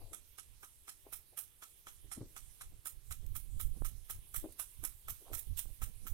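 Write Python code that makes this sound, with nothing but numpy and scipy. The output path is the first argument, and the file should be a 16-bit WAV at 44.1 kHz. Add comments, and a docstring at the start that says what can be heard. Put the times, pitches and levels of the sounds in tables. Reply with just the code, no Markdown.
"""An impact sprinkler on a tripod waters a ploughed field, some metres to the right of a hand-held phone.
About four times a second its spoon meets the jet, mostly with a ringing slap, and tears out bursts of spray.
The jet is a steady hiss of flickering noise bands, with a few short spits.
Wind noise buffets the two microphone ports, now and then with a pop; filtered grains make feet in loose soil.
A faint rumble of open country lies underneath."""
import sys
import numpy as np
from scipy import signal
from scipy.fft import rfft, irfft, next_fast_len
from scipy.io import wavfile
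from scipy.ndimage import uniform_filter1d

SR = 44100
rng = np.random.default_rng(int(sys.argv[2]) if len(sys.argv) > 2 else 0)


def inscribe(sig):
    """Save sig as 16-bit PCM at rate SR to the path in sys.argv[1].

    A 1-D sig is mono; a 2-D sig holds one channel per row.
    Samples are clipped to [-1, 1] before scaling.
    """
    pcm = np.round(np.clip(np.atleast_2d(sig).T, -1, 1) * 32767)
    wavfile.write(sys.argv[1], SR, pcm.astype(np.int16))


N = 270333
TIME = np.arange(N) / SR  # seconds

# Strokes of the swing arm, and a second splash at 5.372. Each row: start in seconds, time in the jet in seconds,
# shredded water in dB, tint of the finest drops in dB, left minus right of the water in dB.
STROKES = [(.133, 0.016, -44.5, -9, -14), (0.384, 0.012, -47, -14, -18), (.631, 0.014, -53, 0, -8),
           (.88, 0.016, -47, -4, -5), (1.127, 0.016, -40, 6, -13), (1.375, 0.016, -37.5, 4, -15),
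           (1.624, 0.015, -50.5, -2, -5), (1.869, 0.02, -52, -2, -3.5), (2.117, 0.017, -42, -16, -11),
           (2.364, 0.014, -47, -9, -11), (2.61, 0.01, -47.5, -9, -6.5), (2.857, 0.016, -38.5, 1.5, -10.5),
           (3.11, .014, -42.5, 3, -5.5), (3.354, 0.013, -38.5, 9.5, -11), (3.599, 0.015, -38, 6.5, -10.5),
           (3.848, 0.018, -41, 1.5, -14.5), (4.098, 0.013, -39, 5.5, -4.5),
           (4.344, 0.022, -36.5, 3.5, -8.5), (4.595, 0.0079, -36, -2.5, -12),
           (4.839, 0.013, -35.5, 1.5, -15), (5.083, 0.025, -39, 5, -11), (5.332, 0.02, -39, 2.5, -16),
           (5.372, 0.023, -39.5, 9, -30), (5.573, 0.02, -35.5, 5.5, -14.5), (5.818, 0.022, -42, 5, -2.5),
           (6.068, 0.012, -42, 14, -3.5)]
# Ringing modes of the spoon. Each row: nominal pitch in Hz, time to fade by 60 dB in seconds, relative level in dB.
SPOON_MODES = [(390, 0.062, -18.5), (783, 0.055, -10.5), (1213, 0.022, -1.5), (1298, 0.032, 5.5),
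               (1410, 0.038, -5.5), (1596, 0.0095, 0.5), (1950, 0.01, -4), (2290, 0.025, -0.5),
               (3346, 0.015, -3.5)]
# Basic colour of shredded water. Each row: frequency in Hz, relative level in dB.
SPRAY_COLOUR = [(300, -37), (700, -20.5), (1400, -17), (2400, -13), (3400, -11), (4100, -11), (4700, -21.5),
                (5200, -9.5), (7000, -7.5), (8000, -3.5), (9200, 1), (11200, 0), (13000, -1.5),
                (15500, -9.5)]
# Shading of the left port by the body of the phone. Each row: frequency in Hz, relative level in dB.
LEFT_SHADE = [(500, 4), (1300, 10), (2000, 6.5), (4000, -4), (7000, 3), (10000, -7.5), (13000, -5),
              (15500, -36)]
# Colour of the free jet. Each row: frequency in Hz, relative level in dB.
JET_COLOUR = [(300, -28), (900, -12), (1400, -18), (2400, -9.5), (3400, -6.5), (4700, -11), (5600, -8.5),
              (7200, -7), (9500, 2), (11500, 1.2), (13500, -0.5), (15500, -8)]
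# Hiss of the free jet at the right port. Each row: time in seconds, level in dB.
JET_LEVEL = [(0, -61.5), (1.8, -62), (2.3, -59.5), (2.9, -63), (3.8, -60), (4.7, -59), (5.3, -59),
             (6.1, -58.5)]
# Stray spits of water. Each row: time in seconds, level at the right port in dB, fading time in seconds.
SPITS = [(3.265, -48, 0.002), (4.523, -49.5, 0.0089)]
# Strength of the breeze on the right port. Each row: time in seconds, strength in dB.
BREEZE = [(0, -63), (.9, -70.5), (1.8, -74), (2.05, -55), (2.45, -53), (2.88, -70), (3.15, -42),
          (3.45, -38), (3.8, -33.5), (4, -51.5), (4.6, -63), (5.2, -61), (5.95, -45), (6.12, -31)]
# Short wind rumbles: gusts on the right port, air stirred on the left as steps sway the phone.
# Each row: time of the peak in seconds, peak strength in dB, port that rumbles.
WIND_RUMBLES = [(.06, -44, "left"), (.5, -53, "right"), (1.19, -54, "right"), (2.21, -51, "left"),
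                (2.22, -55, "right"), (2.66, -51, "left"), (2.73, -42.5, "right"), (2.98, -48, "right"),
                (3.31, -36, "right"), (4.17, -47, "left"), (4.19, -42, "right"), (4.371, -37, "right"),
                (4.42, -48.5, "left"), (4.823, -35.5, "right"), (5.08, -51, "right"), (5.1, -44.5, "left"),
                (5.351, -38, "right"), (5.51, -37.5, "right"), (5.691, -36, "right"),
                (5.85, -35.5, "right")]
# Colour of the big eddies at a port. Each row: frequency in Hz, relative level in dB.
EDDY_COLOUR = [(10, -0.5), (25, 5.5), (55, -5.5), (85, -8.5), (120, -12.5), (160, -30), (220, -32.5),
               (400, -45.5), (900, -77), (2500, -81)]
# Colour of small eddies torn off the edge of a port. Each row: frequency in Hz, relative level in dB.
FLUTTER_COLOUR = [(60, -13), (130, 5), (250, -7.5), (450, -12.5), (900, -24), (2500, -45)]
# Wind pops in the right port. 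Each row: time in seconds, peak pressure ahead of the low-pass in dB.
POPS = [(3.821, -25.5), (5.657, -41.5)]
# Dull scuffs of feet in the soil. Each row: start in seconds, relative level in dB, centre pitch in Hz,
# fading time in seconds.
SCUFFS = [(.002, -58.5, 533, 0.072), (.116, -55, 340, 0.024), (1.064, -51.5, 540, .011),
          (1.327, -63, 496, .014), (2.042, -64.5, 294, 0.032), (2.172, -46.5, 262, 0.033),
          (2.209, -44, 290, .02), (4.441, -35, 370, 0.013), (4.831, -51.5, 215, 0.0096),
          (5.21, -60.5, 390, 0.037), (5.259, -59, 760, 0.076), (5.3, -52, 410, 0.036)]
# Hollow tone that all scuffs share. Each row: frequency in Hz, relative level in dB.
HOLLOW_TONE = [(120, 5), (200, -4.5), (325, 3), (360, -.5), (410, 1), (500, -3), (620, 1), (900, -1)]
# Jolts of the phone as a shoe comes down. Each row: start in seconds, level in dB, pitch in Hz.
JOLTS = [(0.044, -52.5, 101), (2.175, -48, 91), (2.211, -39.5, 112)]
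# Colour of the still countryside. Each row: frequency in Hz, relative level in dB.
FIELD_COLOUR = [(30, 2.5), (110, 0), (200, -15.5), (400, -11), (700, -20.5), (1500, -21), (4000, -19),
                (12000, -35)]

MID_SIDE = np.array([[1], [-1]])  # sign of the side sound at the left and right port


def sprinkler(lead_s=0.03, drift_s=0.03, slap_left_db=-6, slap_apart=0.29, ragged_db=1.4, shared=0.087):
    """Most strokes slap; each tears the jet and leaves a fading fan of spray."""
    out = np.zeros((2, N))
    t = np.arange(int(0.26 * SR)) / SR - lead_s
    lag_s = 0.0002  # the sound reaches the right port first
    for s, dwell, shred_db, fine_db, pan_db in STROKES:
        hardness_db = shred_db + 42  # against a stroke of middling strength
        # a harder stroke tears the water finer; a wide spread of sizes lifts finest and coarsest alike
        coarse_db = 1.07 - 0.55 * hardness_db + 0.09 * fine_db
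        # hard strokes throw more drifting spray
        drift_db = shred_db - 1.5 + 0.11 * hardness_db
        fan = undb(drift_db + ragged_db * walk(264, len(t))) * swell(t - dwell, 0.0085, drift_s)
        # the spoon bites ever more gradually as the head turns
        build = 0.12 + 0.083 * s
        strength = np.hypot(undb(shred_db) * shred(t, dwell, build), fan)
        # the wide fan of water sounds partly unlike at the two ports
        right, other = (splash(len(t), coarse_db, fine_db) for _ in range(2))
        left = colour(shared * right + np.sqrt(1 - shared ** 2) * other, LEFT_SHADE)
        knock, stray = (undb(slap_level(s)) * slap(t, dwell) for _ in range(2))
        left_knock = undb(slap_left_db) * (knock + slap_apart * stray)
        add(out[0], s - lead_s + lag_s, undb(pan_db) * strength * left + left_knock)
        add(out[1], s - lead_s, strength * right + knock)
    return out


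def slap_level(s, start_db=-53.5, growth_db_per_s=0.84, faint_db=-23):
    """Level in dB of a slap at s seconds: it grows as the head turns and the phone comes nearer."""
    faint = 5.352 < s < 5.7  # here the water bursts with hardly any slap
    return start_db + growth_db_per_s * s + faint_db * faint


def slap(t, dwell, blow=0.42, push_s=0.0065, rest=0.15):
    """One blow as the spoon meets the jet, then water hammers on it; both ring its short modes."""
    age = t - t[0]
    force = swell(t - 0.002, 0.003, push_s) + rest * swell(t - dwell, 0.015, 0.027)
    force = force / np.sqrt(np.sum(force ** 2))
    sound = 0
    for hz, t60, db in SPOON_MODES:
        pitch = hz * (1 + 0.0083 * rng.standard_normal())
        ring = np.sin(2 * np.pi * pitch * age) * np.exp(-np.log(1000) * age / t60)
        drive = force * rng.standard_normal(len(t))
        drive[np.searchsorted(t, 0)] += blow * rng.choice([-1, 1])
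        sound = sound + undb(db) * unit(signal.fftconvolve(drive, ring)[:len(t)])
    in_jet = (t > 0) & (t < dwell)
    return sound / np.sqrt(np.mean(sound[in_jet] ** 2))


def shred(t, dwell, build, entry=0.25, snap=0.27, graze=0.15, graze_s=0.0047, flutter_db=3.0):
    """Strength of the spray: the spoon grazes the jet, tears it ever harder, and spits as it snaps out."""
    depth = 1 - build * (1 - np.clip(t / dwell, 0, 1))
    leaving = swell(np.maximum(t - dwell, 0), 1, 0.005)
    inside = depth * swell(t - 0.001, 0.0038, 0.71) * leaving
    entry_spit = depth * entry * swell(t - 0.001, 0.00078, 0.00053)
    exit_spit = snap * swell(t - dwell, 0.0012, 0.0016)
    strength = inside + entry_spit + exit_spit + graze * swell(t, graze_s, graze_s)
    strength = strength * undb(flutter_db * np.minimum(walk(600, len(t)), 1))
    torn = (t > 0) & (t < dwell + 0.006)
    return strength / np.sqrt(np.mean(strength[torn] ** 2))


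def splash(size, coarse_db, fine_db, patchy_db=3.0):
    """Sound of torn water: its drop sizes set the colour, a little uneven and new every time."""
    hz = np.linspace(1500, 16000, 44)
    # coarse drops fill the middle, the finest drops the top
    tint = np.interp(hz, [1500, 3000, 6500, 9000, 11500, 13500], [0, coarse_db, coarse_db, 0, 0, fine_db])
    uneven = patchy_db * rng.standard_normal(len(hz))
    water = colour(droplets(size, spread_db=0.5), SPRAY_COLOUR)
    return unit(colour(water, np.column_stack([hz, tint + uneven])))


def droplets(size, spread_db):
    """A dense stream of tiny bursts of unequal strength: noise with a fast random level."""
    return rng.standard_normal(size) * undb(spread_db * walk(4000, size))


def jet(left_db=-10.0, restless_db=2.63):
    """The free jet breaks up in the air: each band of its hiss comes and goes on its own."""
    out = 0
    edges = np.geomspace(500, 16000, 13)  # Hz
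    for lo, hi in zip(edges, edges[1:]):
        bandpass = signal.butter(3, [lo, hi], "band", fs=SR, output="sos")
        band = signal.sosfilt(bandpass, [droplets(N, spread_db=2.5) for _ in range(2)])
        out = out + band * undb(restless_db * walk(22.03, N))
    hiss = np.array([unit(colour(port, JET_COLOUR)) for port in out])
    return hiss * undb(curve(JET_LEVEL)) * undb([[left_db], [0]])


def spits(left_db=-10):
    """The jet sputters briefly: short bursts of splash noise."""
    out = np.zeros((2, N))
    for s, db, fade_s in SPITS:
        burst = undb(db) * swell(TIME - s, 0.001, fade_s) * splash(N, 0, 0)
        out += burst * undb([[left_db], [0]])
    return out


def wind(lee_db=-31, calm_db=-70.5, rise_s=0.037, fall_s=0.045):
    """Each port has its own eddies, driven by the breeze and by its own short rumbles."""
    breeze = undb(curve(BREEZE))
    # the sheltered left port gets a small share of the breeze, over a stirring that never stops
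    push = {"left": np.hypot(undb(lee_db) * breeze, undb(calm_db)), "right": breeze}
    for s, db, port in WIND_RUMBLES:
        push[port] = np.hypot(push[port], undb(db) * swell(TIME - s, rise_s, fall_s))
    return np.array([port_wind(push["left"]), port_wind(push["right"])])


def port_wind(push, buffet_db=5.5, flutter_db=-25, lumpy_db=7):
    """Big eddies push on a port, with brief lulls; small ones flutter in short fits."""
    eddies = even(colour(rng.standard_normal(N), EDDY_COLOUR), span_s=0.073)
    eddies = eddies * undb(buffet_db * np.clip(walk(35, N), -3, 1))
    flutter = colour(rng.standard_normal(N), FLUTTER_COLOUR)
    flutter = unit(flutter * undb(lumpy_db * np.clip(walk(45, N), -2, 2)))
    return (eddies + undb(flutter_db) * flutter) * push


def pops(build_s=0.00066, collapse_s=0.00018, dull_hz=1500):
    """Pressure builds up in the right port and quickly collapses, dulled by a low-pass."""
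    push = sum(undb(db) * swell(TIME - s, build_s, collapse_s) for s, db in POPS)
    lowpass = signal.butter(4, dull_hz, fs=SR, output="sos")
    return np.array([np.zeros(N), signal.sosfilt(lowpass, push)])


def feet(gain_db=-5, low_edge=0.71, high_edge=1.35, grit_db=-25, crumble_db=-20, crumble_s=0.054,
         clods_db=1.7, apart_db=-10, pan_db=2.5):
    """Soft clods give way under a shoe: a dull grainy thud, then a little crumbling."""
    out = np.zeros((2, N))
    t = np.arange(int(0.3 * SR)) / SR - 0.05
    f = np.geomspace(40, 6000, 40)  # Hz
    pan = np.array([[pan_db], [-pan_db]]) / 2  # pan_db is left minus right
    for s, level_db, hz, fade_s in SCUFFS:
        thud = 1 / np.sqrt(1 + (f / (high_edge * hz)) ** 10)
        grit = undb(grit_db) / np.sqrt(1 + (f / 1150) ** 6)
        low_cut = np.sqrt(1 + (low_edge * hz / f) ** 6)
        body = np.column_stack([f, 20 * np.log10((thud + grit) / low_cut)])
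        mid, side = (scuff_grains(len(t), body) for _ in range(2))
        pair = (mid + undb(apart_db) * side * MID_SIDE) * undb(clods_db * walk(128, len(t)))
        strength = swell(t - 0.005, 0.0061, fade_s) + undb(crumble_db) * swell(t, 0.0058, crumble_s)
        add(out, s + t[0], pair * strength * undb(level_db + gain_db + pan))
    return out


def scuff_grains(size, body):
    """Soil grains: uneven noise with the body of one scuff and the hollow tone, held at an even level."""
    grains = colour(droplets(size, spread_db=6.0), body)
    return even(colour(grains, HOLLOW_TONE), span_s=0.022)


def jolts(fade_s=0.011):
    """A low, quickly damped sine bump that both ports feel alike."""
    out = np.zeros(N)
    for s, db, hz in JOLTS:
        bump = np.sin(2 * np.pi * hz * (TIME - s))
        out += undb(db) * bump * swell(TIME - s - 0.003, 0.003, fade_s)
    return out


def field(level_db=-73, side_db=-5):
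    """Faint far rumble of the open country: coloured noise, wide and slowly wandering in level."""
    mid, side = (unit(colour(rng.standard_normal(N), FIELD_COLOUR)) for _ in range(2))
    return undb(level_db + 0.73 * walk(4.3, N)) * (mid + undb(side_db) * side * MID_SIDE)


def undb(db):
    """Decibels to gain."""
    return 10 ** (np.asarray(db) / 20)


def unit(x):
    """Scale to rms 1."""
    return x / np.sqrt(np.mean(x ** 2))


def even(x, span_s):
    """Hold the rms of a noise near 1 over every span."""
    return x / np.sqrt(uniform_filter1d(x ** 2, max(int(span_s * SR), 2)) + 1e-12)


def curve(rows):
    """Join (seconds, value) rows by straight lines."""
    return np.interp(TIME, *np.transpose(rows))


def colour(x, points):
    """Shape a sound by (Hz, dB) points, joined along a logarithmic frequency axis."""
    hz, db = np.transpose(points)
    size = next_fast_len(len(x))
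    f = np.maximum(np.fft.rfftfreq(size, 1 / SR), 1)
    gain = undb(np.interp(np.log(f), np.log(hz), db))
    return irfft(rfft(x, size) * gain, size)[:len(x)]


def walk(rate, size):
    """Smooth random wander with a spread near 1, drawing new values at rate in Hz."""
    k = max(int(SR / rate), 1)
    held = np.repeat(rng.standard_normal(size // k + 1), k)
    return 1.43 * uniform_filter1d(uniform_filter1d(held, k), k)[:size]


def swell(t, rise, fall):
    """Exponential rise up to t = 0, exponential fall after it."""
    return np.exp(np.minimum(t, 0) / rise - np.maximum(t, 0) / fall)


def add(track, s, sound):
    """Mix a sound in from s seconds, trimmed to the track."""
    start = int(s * SR)
    lo, hi = max(start, 0), min(start + sound.shape[-1], N)
    track[..., lo:hi] += sound[..., lo - start:hi - start]


def scene():
    """Sum of all sources in the open air: nothing reflects."""
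    return sprinkler() + jet() + spits() + wind() + pops() + feet() + jolts() + field()


def record(dry, top_hz=15850):
    """The phone cuts the top with a steep low-pass."""
    return signal.sosfilt(signal.ellip(10, 0.2, 70, top_hz, fs=SR, output="sos"), dry)


dry = scene()
out = record(dry)
inscribe(out)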